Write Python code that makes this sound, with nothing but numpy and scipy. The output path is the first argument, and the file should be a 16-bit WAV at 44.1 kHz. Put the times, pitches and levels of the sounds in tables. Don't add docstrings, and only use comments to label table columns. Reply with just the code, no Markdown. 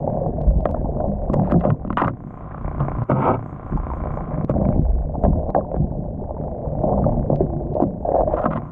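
import sys
import numpy as np
from scipy import signal
from scipy.io import wavfile
from scipy.ndimage import uniform_filter1d, minimum_filter1d

SR = 44100
rng = np.random.default_rng(int(sys.argv[2]) if len(sys.argv) > 2 else 0)


def master(y):
    cut = np.clip(np.atleast_2d(y).T, -1, 1)
    pcm = np.round(cut * 32767)
    wavfile.write(sys.argv[1], SR, pcm.astype(np.int16))


N = 384111
T = np.arange(N) / SR

# pitch_hz, t60_s, level_db
HULL = [(113.14, 0.69, -7), (150.3, 0.19, 4.5), (168.4, 0.37, -6), (197.9, 0.33, -3.5), (231.4, 0.11, 0.5),
        (276.6, 0.078, -2.5), (340.5, 0.079, -6), (397, 0.056, -16)]
# pitch_hz, t60_s, level_db
HOUSING = [(553.5, 0.2, -8), (538, 0.03, 0), (607.5, 0.064, 7), (671.3, 0.04, 4.5), (720, 0.15, -9.5),
           (1036, 0.17, -18)]
# pitch_hz, t60_s, level_db
CONTACT = [(840, 0.012, -5.5), (1047, 0.034, 1.5), (1148, 0.018, 3.5), (1248, 0.016, 2),
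           (1440, 0.015, -5.5), (1632, 0.02, -8)]
# pitch_hz, t60_s, level_db
EDGE = [(1870, 0.025, 7), (2025, 0.013, 8.5), (2420, 0.017, 0), (2670, 0.01, -1), (3060, 0.0055, -6.5),
        (3640, 0.007, -20), (4000, 0.006, -30)]
# pitch_hz, t60_s, level_db
TICK = [(4270, 0.0032, -1.5), (4900, 0.0035, -0.5), (5730, 0.0017, -3.5), (6750, 0.003, -4),
        (7800, 0.0022, -8), (9600, 0.0013, -14), (12500, .002, -9.5)]
# start_s, end_s, contact_db, edge_db
SCRAPES = [(0.655, 0.702, -58, -71), (1.443, 1.545, -44.5, -67), (1.605, 1.613, -37.5, -48),
           (1.633, 1.67, -31.5, -55), (1.978, 2.02, -22, -39.5), (2.032, 2.094, -30.5, -53),
           (2.794, 2.84, -30, -57.5), (4.479, 4.512, -39, -56), (5.232, 5.255, -41, -53.5),
           (5.735, 5.766, -48, -71), (7.793, 7.833, -42.5, -67), (8.323, 8.347, -36, -53.5),
           (8.362, 8.395, -29.5, -51.5), (8.412, 8.446, -31.5, -55), (8.453, 8.459, -14, -38),
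           (8.5, 8.523, -33.5, -49), (8.527, 8.537, -30, -47), (8.557, 8.576, -29, -47)]
# time_s, level_db
RUBBING = [(0.0, -26), (0.8, -27.5), (1.48, -26.5), (2.18, -48), (2.71, -39.5), (3.23, -39), (3.49, -46),
           (4.56, -26.5), (4.95, -33), (5.38, -26.5), (5.89, -33), (7.01, -25), (7.74, -29.5),
           (8.08, -29.5), (8.22, -29), (8.32, -18.5), (8.56, -27.5), (8.71, -44)]
# time_s, carried_db
CARRIED = [(0, -11), (1.1, -13.5), (1.5, -6.5), (2.1, -11.5), (2.4, -0.5), (2.7, 1), (3.1, 5), (3.43, -1.5),
           (3.8, 2), (4.15, 3), (4.45, 0), (4.8, -13), (5.4, -13), (5.8, -21), (6.5, -11), (7.1, -8),
           (7.85, -15.5), (8.2, -13.5), (8.4, -6.5), (8.71, 1)]
# time_s, surge_db, boom_db
SURGE = [(0.0, -34, -27.5), (0.61, -25.5, -26), (1.62, -26, -32.5), (1.94, -30, -27), (2.28, -44, -36.5),
         (2.88, -29.5, -31), (3.2, -42.5, -28.5), (3.54, -41.5, -35.5), (3.95, -25.5, -33),
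         (4.39, -35, -25), (4.66, -26.5, -21), (4.85, -16, -34), (5.19, -29.5, -27.5), (6.45, -33, -29.5),
         (7.16, -25.5, -23.5), (8.03, -35.5, -31.5), (8.3, -28.5, -31), (8.71, -39.5, -31)]
# start_s, end_s, change_db, click_peak_db
DIPS = [(.416, 0.37, -0.5, -36), (0.61, 0.69, -3.5, -40.5), (1.347, 1.08, -1, -70), (1.568, 1.26, -1, -45),
        (1.6, 2.04, -0.5, -36.5), (1.696, 1.9, -2, -45.5), (3.04, 3.185, -13, -45),
        (4.448, 4.55, -12, -33.5), (5.509, 5.546, -6, -38), (7.36, 6.3, 0.5, -30.5),
        (7.744, 6.8, 0.5, -40.5), (8.416, 9.2, -2, -41)]
STEP_S = .032
SCRAPE_RISE_S, SCRAPE_FALL_S = 0.0034, 0.0062


def undb(db):
    return 10 ** (np.asarray(db) / 20)


def unit(x):
    return x / np.sqrt(np.mean(x ** 2))


def curves(table):
    s, *columns = np.transpose(table)
    return [np.interp(T, s, c) for c in columns]


def ring(x, modes, damp=1):
    out = 0
    for hz, t60, db in modes:
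        decay = damp * np.log(1000) / (t60 * SR)
        pole = np.exp(2j * np.pi * hz / SR - decay)
        out = out + undb(db) * signal.lfilter([1], [1, -pole], x).imag
    below = signal.butter(1, modes[0][0] / 1.6, "highpass", fs=SR, output="sos")
    above = signal.butter(9, modes[-1][0] * 0.93, fs=SR, output="sos")
    return signal.sosfilt(above, signal.sosfilt(below, out))


def grit(rate, spread_db):
    chance = rng.random((N, 3)).T
    present = chance[0] < rate / SR
    sign = np.sign(chance[1] - .5)
    return present * sign * undb(-spread_db * np.log(1 - chance[2]))


def walk(rate):
    k = int(SR / rate)
    steps = np.repeat(rng.standard_normal(N // k + 1), k)
    return unit(uniform_filter1d(steps, k)[:N])


def spells(rows, rise_s, fall_s):
    power = np.zeros(N)
    for s, length_s, db in rows:
        rise = np.clip((T - s) / rise_s, 0, 1)
        fall = np.exp(-np.clip(T - s - length_s, 0, None) / fall_s)
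        power += (undb(db) * rise * fall) ** 2
    return np.sqrt(power)


def blows(times, db, modes, rattle_s):
    t = np.arange(int(6 * rattle_s * SR) + 1) / SR
    rattle = rng.standard_normal((len(times), len(t))) * np.exp(-t / rattle_s)
    rattle[:, 0] += 0.75 * np.sqrt(rattle_s * SR)
    x = np.zeros(N + len(t))
    for s, d, r in zip(times, db, rattle):
        one_period = np.zeros(int(SR / modes[0][0]))
        peak = np.abs(ring(np.r_[r, one_period], modes)).max()
        at = int(s * SR)
        x[at:at + len(t)] += r * undb(d) / peak
    return ring(x[:N], modes)


def knocks():
    # time_s, peak_db, hull_db, contact_db, edge_db, tick_db
    knock_rows = [(0.077, -14.5, -15.5, -44.5, -42, -73.5), (0.21, -19, -13, -31, -49.5, -68),
                  (0.384, -22, -12.5, -37, -48, -60), (0.655, -0.5, -16, -12, -21.5, -46),
                  (0.69, -25, 2, -7.5, -21, -35), (0.745, -14.5, -20, -9, -36, -68),
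                  (0.856, -13.5, -11, -43, -52, -61), (0.968, -19.5, -5, -21.5, -49, -61),
                  (1.003, -11.5, -15.5, -16, -48, -78), (1.297, -17, 7.5, -17, -38, -69),
                  (1.334, -13, -13, -8, -23, -28), (1.340, -7, -17, -12.5, -23, -27.5),
                  (1.395, -10, -12.5, -25, -32, -44), (1.419, -15.5, -13.5, -28, -46, -42),
                  (1.469, -38, -6, -24, -39, -39), (1.498, -22, -8.5, -13, -36, -34),
                  (1.52, -16, 8.5, -0.5, -11, -24), (1.54, -14, 5.5, -8, -33, -52),
                  (1.612, -19.5, -16, -16, -27, -48), (1.637, -16, -19, -22, -33, -65),
                  (1.65, -3.5, -4.5, -19, -26, -45), (1.703, -16, -19.5, 2, -11, -51),
                  (1.819, -27.5, -6.5, -20, -43, -62), (1.848, -21.5, 2, -7, -32.5, -59),
                  (1.875, -32.5, 13.5, -2, -16, -54), (1.903, -16.5, 2, 1.5, -20, -63),
                  (1.928, -25, -7, 2, -9, -67), (1.9709, -14.5, -4, 6, -8, -33),
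                  (1.975, -22, -8, 15, -14.5, -57), (1.982, -20.5, -13, 9, 0.5, -20),
                  (1.999, -22, -4, -2, -25, -43), (2.017, -10, -5, 0, -15, -43),
                  (2.02, -13, 0.5, 4, -6, -29), (2.031, -25, -6, 6, -28, -56), (2.045, -19, -3, 8, -8, -55),
                  (2.072, -18, -3.5, -16, -25, -31), (2.081, -15, -11, 0, -12, -36),
                  (2.546, -28.5, -5.5, 7, -21, -62), (2.58, -28, -9.5, 3, -25, -60),
                  (2.803, -21.5, 1, 7.5, -14, -57), (3.019, -29, -17, 8, -14, -39),
                  (3.097, -6, -9, -10, -44, -39.5), (3.116, -15.5, 9.5, 3.5, -21, -60),
                  (3.227, -21.5, -4.5, 9.5, -24, -56), (3.276, -13, -8, 1, -32, -41),
                  (3.291, -13.5, -0.5, 3, -33, -36), (3.722, -28.5, 13, 4.5, -15.5, -65),
                  (3.774, -27, -4, 2, -20, -24), (3.902, -36, -11.5, 16, -14, -54),
                  (4.056, -18.5, -20, -9, -35, -54), (4.495, -8, -2, -16, -31, -38),
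                  (4.539, -19, 3, -12, -53.5, -65), (4.614, -16, -4, -27, -47, -75),
                  (4.652, -20, -2, -6, -27, -78), (4.687, -14.5, -2.5, -13, -31, -83),
                  (4.725, -22.5, -3.5, -6.5, -32, -65), (5.153, -15, -11, -36.5, -55.5, -69.5),
                  (5.236, -9.5, -1, -15, -45, -42), (5.249, -5, -12, -40.5, -29, -76.5),
                  (5.343, -22.5, -1, -30, -58, -78), (5.493, -16, -2.5, -19, -39, -71),
                  (5.548, -5.5, -12, -13, -37, -48), (5.562, -5, -17, -46.5, -65, -83),
                  (5.715, -17, -22, -20.5, -32, -62.5), (5.742, -12, -7, -29, -50, -67),
                  (5.763, -18, 2.5, -21.5, -34.5, -64), (6.307, -15, -23.5, -38, -56, -71),
                  (6.436, -23.5, -9, -12.5, -41, -69), (6.837, -10.5, 2, -31.5, -56.5, -73),
                  (6.893, -8, -14.5, -37, -46.5, -74), (7.064, -12, -19, -37, -49, -71),
                  (7.092, -13, -9.5, -40, -42, -66), (7.3, -7, -5, -30, -55.5, -63.5),
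                  (7.316, -16.5, 3, -29, -48, -70), (7.329, -10, -13.5, -30, -53.5, -55),
                  (7.343, -22.5, -2, -27, -43.5, -67), (7.404, -12, 0, -27, -48, -71),
                  (7.751, -9.5, -19, -39.5, -47, -69), (7.765, -12.5, -9.5, -32, -40, -63),
                  (7.801, 1, -15.5, -39.5, -46, -53), (7.821, -5.5, 2, -16, -36.5, -43),
                  (7.835, -10.5, -3.5, -23, -37, -53.5), (8.052, -17, -27.5, -34, -56, -70),
                  (8.078, -19, -18, -26, -50.5, -79), (8.088, -12, -16.5, -26, -48, -61),
                  (8.117, -9.5, -12.5, -29, -49, -78), (8.145, -9, -15.5, -22, -48, -83.5),
                  (8.162, -13, -21.5, -19, -43, -64.5), (8.193, -18.5, -15.5, -33, -41, -63),
                  (8.208, -8.5, -29, -24, -48, -68), (8.217, -10.5, -22.5, -20, -45, -67),
                  (8.233, -13, -9.5, -31, -53, -70), (8.274, -13, -17, -20, -44, -61),
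                  (8.339, -17, -17, -26, -36, -63.5), (8.375, -16, -13, -17.5, -27, -43.5),
                  (8.42, -26, -7, -19, -21, -46), (8.44, -13, -4, -19, -25, -52),
                  (8.458, -7, -0.5, 2, -33, -41), (8.508, -22, 6, -5, -23, -53),
                  (8.532, -24, -5, -11, -21, -57), (8.557, -21, 0.5, -3, -19.5, -55.5)]
    s, db, boom_db, hard_db, edge_db, tick_db = np.transpose(knock_rows)
    # modes, level in dB, rattle in s
    parts = [(HULL[3:], boom_db, .002), (HOUSING, 0, .0015), (CONTACT, hard_db, .002),
             (EDGE, edge_db, .0015), (TICK, tick_db, .001)]
    return sum(blows(s, db + d, modes, rattle_s) for modes, d, rattle_s in parts)


def rings():
    # start_s, level_db, pitch_hz, rise_s, t60_s
    ring_rows = [(.038, -10.5, 590, 0.0049, .06), (.075, -7, 580, 0.0015, .03),
                 (.212, -12.5, 520, 0.0047, .07), (.38, -13, 640, 0.0032, .07),
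                 (.463, -10, 47, 0.009, 0.65), (.654, -9.5, 640, 0.00086, 0.036),
                 (.743, -14, 620, .001, .03), (1.001, -10.5, 640, 0.0012, 0.025),
                 (1.366, -16, 500, 0.00071, .03), (1.396, -14, 240, 0.0012, .05),
                 (1.559, -9.5, 330, .002, .05), (1.702, -20.5, 1120, 0.0011, .015),
                 (1.971, -22, 2900, .0005, 0.019), (1.982, -35, 2710, .002, .03),
                 (1.995, -40, 2950, .002, 0.027), (1.997, -13, 1350, .003, .04),
                 (2.014, -10, 845, 0.0011, 0.022), (2.037, -8, 900, 0.00092, 0.017),
                 (2.057, -22, 1100, .001, 0.024), (2.047, -36, 2800, .001, 0.024),
                 (2.072, -37, 2110, 0.00091, .015), (2.079, -6, 1240, .001, .018),
                 (3.119, -10, 150, 0.0015, .1), (3.155, -14, 125, 0.0026, .1), (3.27, -13, 950, .002, .04),
                 (3.772, -20.5, 854, .002, 0.057), (3.914, -20, 923, 0.0018, 0.052),
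                 (4.054, -30, 620, 0.0023, .05), (4.183, -25, 880, .002, .05),
                 (4.312, -17.5, 600, 0.0027, .06), (4.495, -37, 2250, 0.00093, .015),
                 (4.496, -13, 810, 0.0012, 0.017), (4.498, -10.5, 135, 0.0033, .15),
                 (4.514, -44, 2200, .001, .015), (4.612, -11.5, 600, 0.0027, .05),
                 (4.652, -34.5, 2250, 0.00093, .015), (4.685, -48, 2150, .001, .015),
                 (4.724, -44, 2200, 0.00087, .015), (4.733, -42, 2250, .001, .015),
                 (4.748, -48.5, 2150, .001, .015), (5.547, -20.5, 1510, 0.00057, .016),
                 (5.548, -9, 763, 0.0008, 0.079), (5.563, -9, 671, 0.0022, 0.065),
                 (6.835, -12.5, 616, 0.0011, .04), (6.893, -12, 615, 0.0014, 0.038),
                 (7.405, -7, 380, .002, 0.077), (7.785, -17, 605, 0.0024, 0.019),
                 (7.832, -16, 590, 0.0015, .04), (8.049, -4.5, 680, .003, .03),
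                 (8.075, -14, 640, 0.0035, .04), (8.139, -2.5, 660, 0.0063, .07),
                 (8.159, -14, 680, .004, .09), (8.207, -10, 680, 0.0012, .05), (8.231, -9, 660, .003, .04),
                 (8.272, -7.5, 620, 0.0053, .07), (8.333, -13, 600, 0.0065, .09),
                 (8.374, -16, 643, 0.0053, .08), (8.456, -8, 1085, 0.0012, .02)]
    out = np.zeros(N)
    t = np.arange(SR // 4) / SR
    for s, db, hz, rise_s, t60 in ring_rows:
        envelope = undb(db - 60 * t / t60) * np.tanh((t / rise_s) ** 2)
        at = int(s * SR)
        out[at:at + len(t)] += envelope * np.sin(2 * np.pi * hz * t)
    return out


def scraping():
    chatter = unit(grit(800, 1.5) * undb(1.5 * walk(71)))
    hard = spells([(a, b - a, db) for a, b, db, _ in SCRAPES], SCRAPE_RISE_S, SCRAPE_FALL_S)
    edge = spells([(a, b - a, db) for a, b, _, db in SCRAPES], SCRAPE_RISE_S, SCRAPE_FALL_S)
    parts = [(hard, CONTACT), (edge, EDGE)]
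    return sum(ring(press * chatter, modes) / ring(chatter, modes).std() for press, modes in parts)


def drag():
    # time_s, body_db, edge_db
    course = [(3.07, -60, -73), (3.102, -16.5, -47), (3.112, -18.5, -41), (3.138, -27.5, -55),
              (3.216, -22.5, -48.5), (3.22, -22, -42), (3.296, -14, -42.5), (3.334, -23, -52.5),
              (3.344, -19, -39.5), (3.378, -37, -87), (3.41, -58, -67)]
    # pitch_hz, t60_s, level_db
    body_modes = [(290, 0.028, -1), (374, 0.051, 1.5), (518, 0.056, 0.5), (668, 0.043, 0.5), (775, .04, -3),
                  (903, 0.031, 3.5), (1070, 0.021, -4), (1263, 0.028, 0), (1505, 0.021, -10.5)]
    # pitch_hz, t60_s, level_db
    edge_modes = [(1940, .02, 7.5), (2050, 0.024, 17), (2230, 0.017, 21), (2370, .02, 12), (2650, 0.032, 6),
                  (2880, 0.015, -18), (3520, .012, -28), (3750, .01, -38)]
    chatter = grit(2000, 1.26) * undb(0.54 * walk(60))
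    body_db, edge_db = curves(course)
    fade_in = np.clip((T - course[0][0]) / 0.024, 0, 1)
    fade_out = np.clip((course[-1][0] - T) / 0.026, 0, 1)
    parts = [(body_modes, body_db), (edge_modes, edge_db), (TICK, edge_db - 32.5)]
    return fade_in * fade_out * sum(undb(db) * unit(ring(chatter, modes)) for modes, db in parts)


def grains():
    # time_s, edge_peak_db, tick_peak_db
    grain_rows = [(1.435, -48, -67), (1.444, -45, -61), (1.4554, -49, -66), (1.463, -55, -69),
                  (1.472, -45, -56), (1.483, -54, -76), (1.5015, -43, -57), (1.506, -48.5, -63),
                  (1.514, -37, -52), (1.6675, -45, -63.5), (1.6864, -48.5, -65.5), (7.295, -59, -71.5),
                  (7.417, -50, -68), (8.165, -60, -62), (8.1724, -64, -59.5), (8.1804, -65.5, -64),
                  (8.1954, -55.5, -62), (8.207, -61, -62), (8.218, -60, -67), (8.2224, -62, -67),
                  (8.2556, -62, -68), (8.278, -59, -66.5), (8.2884, -52, -66)]
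    s, edge_db, tick_db = np.transpose(grain_rows)
    return blows(s, edge_db, EDGE, 0.0013) + blows(s, tick_db, TICK[:2], 0.0018)


def disc_face():
    # start_s, length_s, level_db
    scuff_rows = [(.05, 0.39, -71), (.74, 0.065, -62), (1.43, 0.044, -53), (1.495, 0.018, -42.5),
                  (2.51, 0.0065, -46), (4.33, .02, -49), (4.5, 0.065, -68), (4.61, .15, -62),
                  (5.74, 0.026, -57), (7.31, 0.022, -63), (7.4, 0.016, -56), (8.05, 0.0099, -60),
                  (8.085, 0.0058, -53), (8.115, 0.0055, -47), (8.142, 0.069, -56), (8.232, 0.0075, -61),
                  (8.27, 0.059, -58)]
    # pitch_hz, t60_s, level_db
    face_modes = [(1430, 0.014, 0), (1620, 0.022, 7.5), (1720, 0.017, 0.5), (2050, 0.017, -7),
                  (2300, .015, -11), (2620, .01, -12)]
    # time_s, peak_db
    clank_rows = [(.656, -22.5), (1.396, -40), (1.702, -27), (2.080, -40), (5.249, -29), (5.548, -20),
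                  (5.594, -46.5), (5.743, -48), (8.458, -26)]
    scuff = grit(1500, 1.5)
    press = spells(scuff_rows, SCRAPE_RISE_S, SCRAPE_FALL_S)
    scuffs = ring(press * scuff, face_modes) / ring(scuff, face_modes).std()
    return scuffs + blows(*np.transpose(clank_rows), face_modes[:3], .001)


def rubbing():
    # start_s, length_s, level_db
    stroke_rows = [(.042, 0.037, -37), (.15, 0.15, -27), (.38, 0.11, -32.5), (.995, 0.067, -29.5),
                   (1.34, 0.075, -29), (1.51, 0.046, -24.5), (1.635, 0.079, -25.5), (2.8, 0.018, -31),
                   (3.097, 0.026, -32.5), (4.496, 0.28, -30.5), (5.236, 0.025, -21.5), (5.475, 0.03, -26),
                   (5.563, 0.018, -14), (6.836, 0.1, -23), (7.06, 0.04, -27.5), (7.3, 0.037, -30),
                   (7.406, 0.019, -25), (7.751, 0.092, -24.5), (8.05, 0.11, -24.5), (8.14, 0.073, -20),
                   (8.27, 0.14, -26)]
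    repeating = 1.3
    (db,), (carried_db,) = curves(RUBBING), curves(CARRIED)
    clicks = unit(grit(520, 2.0) * undb(1.7 * walk(14)))
    fine = unit(grit(3000, 0.52))
    turn = (T * MOTOR_HZ % 1 * SR / MOTOR_HZ).astype(int)
    grind = 0.53 * clicks + fine + repeating * fine[::-1][turn]
    rub = np.hypot(undb(db - 6), spells(stroke_rows, 0.0025, 0.014))
    parts = [(clicks, HOUSING, rub),
             (grind, CONTACT, undb(-45 + 1.8 * carried_db)),
             (grind, EDGE, undb(-66.5 + 1.05 * carried_db))]
    return sum(gain * unit(ring(x, modes)) for x, modes, gain in parts)


def bubbles():
    per_s, median_hz, pitch_spread = 90, 582.7, .22
    decay_cycles, glide_spread = 4.5, .04
    count = int(per_s * N / SR)
    at, size = rng.random((count, 2)).T[:, :, None]
    pitch, glide = rng.standard_normal((count, 2)).T[:, :, None]
    t = np.arange(2600)
    cycles = median_hz * np.exp(pitch_spread * pitch) * t / SR
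    age = cycles / decay_cycles
    envelope = (1 - np.exp(-cycles ** 2)) * np.exp(-age) * (1 - t / len(t))
    tone = np.sin(2 * np.pi * cycles * (1 + glide_spread * glide * age / 2))
    blips = undb(-1.5 * np.log(1 - size)) * envelope * tone
    places = (at * N).astype(int) + t
    stream = unit(np.bincount(places.ravel(), blips.ravel(), N)[:N])
    return undb(curves(RUBBING)[0] - 6.5) * stream


MOTOR_HZ = 29.46


def motor():
    # turn_share, level_db, brightness_db
    strokes = [(-.012, 7.5, -7), (0.07, -4, 0.5), (0.378, -13.5, 12.5), (0.619, -22, -5.5)]
    # pitch_hz, t60_s, level_db
    casing = [(1420, 0.03, -5.5), (1535, 0.025, -5), (1790, 0.018, -8), (1886, .015, -15),
              (2074, 0.021, -10.5), (2300, 0.03, -6.5)]
    turn_at_s = 3.460
    carried_db, = curves(CARRIED)
    db = -35.5 + carried_db + 2.5 * walk(23)
    turns = np.arange(np.ceil(-turn_at_s * MOTOR_HZ), (N / SR - turn_at_s) * MOTOR_HZ - 1)
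    clatter = [(share, -21, 0) for share in rng.random(size=14)]
    dull, bright = np.zeros(N), np.zeros(N)
    for share, stroke_db, edge_db in strokes + clatter:
        jitter, uneven = rng.standard_normal((len(turns), 2)).T
        at_s = turn_at_s + (turns + share) / MOTOR_HZ + .00005 * jitter
        at = (at_s * SR).astype(int).clip(0)
        dull[at] -= undb(stroke_db + 1.5 * uneven)
        bright[at] -= undb(stroke_db + edge_db + 1.5 * uneven)
    # knocks, modes, level in dB; the casing's levels follow the carried sound by a slope in dB per dB
    parts = [(dull, HULL, 3.5), (dull, HOUSING, 8.5), (dull, CONTACT, 1.5),
             (dull, casing[:4], -4.5 - 0.22 * carried_db),
             (bright, casing[4:], -13.5 + 0.24 * carried_db)]
    out = 0
    for x, modes, d in parts:
        r = ring(x, modes, damp=2.5)
        out = out + undb(d) * r / np.percentile(np.abs(r), 99)
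    return undb(db) * out


def water_swell():
    # pitch_hz, t60_s, level_db
    swell_modes = [(26.9, 0.75, -18.5), (44.5, 0.4, -5.5), (61.6, 0.27, 2.5), (81, 0.71, -1.5)]
    # time_s, peak_db
    bump_rows = [(0.458, -16), (2.63, -24.5), (2.778, -25), (3.728, -21.5), (4.483, -13.5), (4.721, -22.5),
                 (5.225, -10.5), (5.759, -22), (7.391, -20), (8.167, -20.5)]
    surge_db, _ = curves(SURGE)
    surge = unit(ring(rng.standard_normal(N), swell_modes, damp=1.5))
    slosh = spells([(s, 0.017, db - 3) for s, db in bump_rows], 0.025, 0.12)
    bumps = blows(*np.transpose(bump_rows), swell_modes, 0.00043)
    return np.hypot(undb(surge_db), slosh) * surge + bumps


def hull_boom():
    # start_s, length_s, level_db
    boom_rows = [(0.245, 0.054, -21.5), (0.343, 0.037, -25), (0.493, 0.015, -28), (1.076, 0.027, -25),
                 (1.291, 0.083, -23), (1.351, 0.098, -16.5), (1.513, 0.064, -15.5), (1.646, 0.086, -17.5),
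                 (2.009, 0.13, -23.5), (2.798, 0.054, -19), (3.095, 0.099, -25), (3.269, 0.054, -41),
                 (3.324, 0.041, -34), (3.722, 0.029, -14.5), (4.372, 0.094, -22.5), (4.492, 0.34, -24.5),
                 (4.723, 0.068, -18.5), (5.15, 0.03, -21.5), (5.234, 0.064, -14), (5.336, 0.04, -19.5),
                 (5.398, 0.029, -28), (5.765, 0.077, -23.5), (6.16, 0.032, -21.5), (6.83, 0.22, -23.5),
                 (7.102, 0.063, -24), (7.269, 0.17, -26), (7.401, 0.043, -13.5), (7.814, 0.056, -22),
                 (8.453, 0.16, -27)]
    _, boom_db = curves(SURGE)
    boom = unit(ring(grit(120, 2.06), HULL))
    return np.hypot(undb(boom_db), spells(boom_rows, 0.041, 0.012)) * boom


def notes():
    # start_s, length_s, level_db, pitch_hz
    note_rows = [(0.252, 0.18, -27.5, 145), (1.066, 0.032, -22, 202.4), (1.375, 0.068, -21.5, 190.4),
                 (1.534, 0.027, -17.5, 173.5), (2.794, 0.029, -18, 138.6), (2.958, 0.066, -24, 118.4),
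                 (3.092, 0.048, -11, 135), (3.261, 0.16, -27, 112.5), (6.88, 0.093, -23, 199.5),
                 (7.29, 0.047, -23.5, 147.6), (7.46, 0.24, -33.5, 350.4), (7.817, 0.055, -31, 196),
                 (8.12, 0.11, -43.5, 329.6), (8.46, 0.039, -24, 159.5)]
    warped_s = np.cumsum(1 + .03 * walk(25)) / SR
    out = 0
    for s, length_s, db, hz in note_rows:
        gain = spells([(s, length_s, db)], 0.02, 0.047)
        out = out + gain * np.sqrt(2) * np.sin(2 * np.pi * hz * warped_s)
    return out


def treble_hiss():
    spray = spells([(a, b - a, db - 30.5) for a, b, _, db in SCRAPES], SCRAPE_RISE_S, SCRAPE_FALL_S)
    bed = undb(-88 + 0.43 * curves(CARRIED)[0] + 4.1 * walk(9))
    hiss = unit(ring(rng.standard_normal(N), TICK[3:6], damp=0.85))
    return bed * hiss + spray * unit(ring(grit(500, 3.0), TICK))


def level_steps():
    step = (T / STEP_S).astype(int)
    twitch = rng.standard_normal(step[-1] + 1)[step]
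    db = .1 * uniform_filter1d(twitch, size=5)
    for start, end, dip_db, _ in DIPS:
        begun = uniform_filter1d(1. * (step >= round(start / STEP_S)), size=45)
        db = db + dip_db * begun * np.clip((end - T) / 0.0043, 0, 1)
    return db


def dip_clicks():
    x = np.zeros(N)
    for start, _, _, db in DIPS:
        x[int(round(start / STEP_S) * STEP_S * SR)] = undb(db)
    return uniform_filter1d(uniform_filter1d(x, size=5), size=5) * 5


def scene():
    steady = rubbing() + bubbles() + motor() + water_swell() + hull_boom() + notes()
    metal = knocks() + rings() + scraping() + drag() + grains() + disc_face()
    return (metal + steady * undb(level_steps()) + dip_clicks() + treble_hiss())[None]


def record(dry):
    room = np.minimum(1, .61 / (np.abs(dry) + 1e-9))
    gain = uniform_filter1d(minimum_filter1d(room, size=441), size=441)
    wet = gain * dry + undb(-101) * rng.standard_normal(dry.shape)
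    return signal.sosfilt(signal.ellip(8, .2, 30, 15500, fs=SR, output="sos"), wet)


dry = scene()
out = record(dry)
master(out)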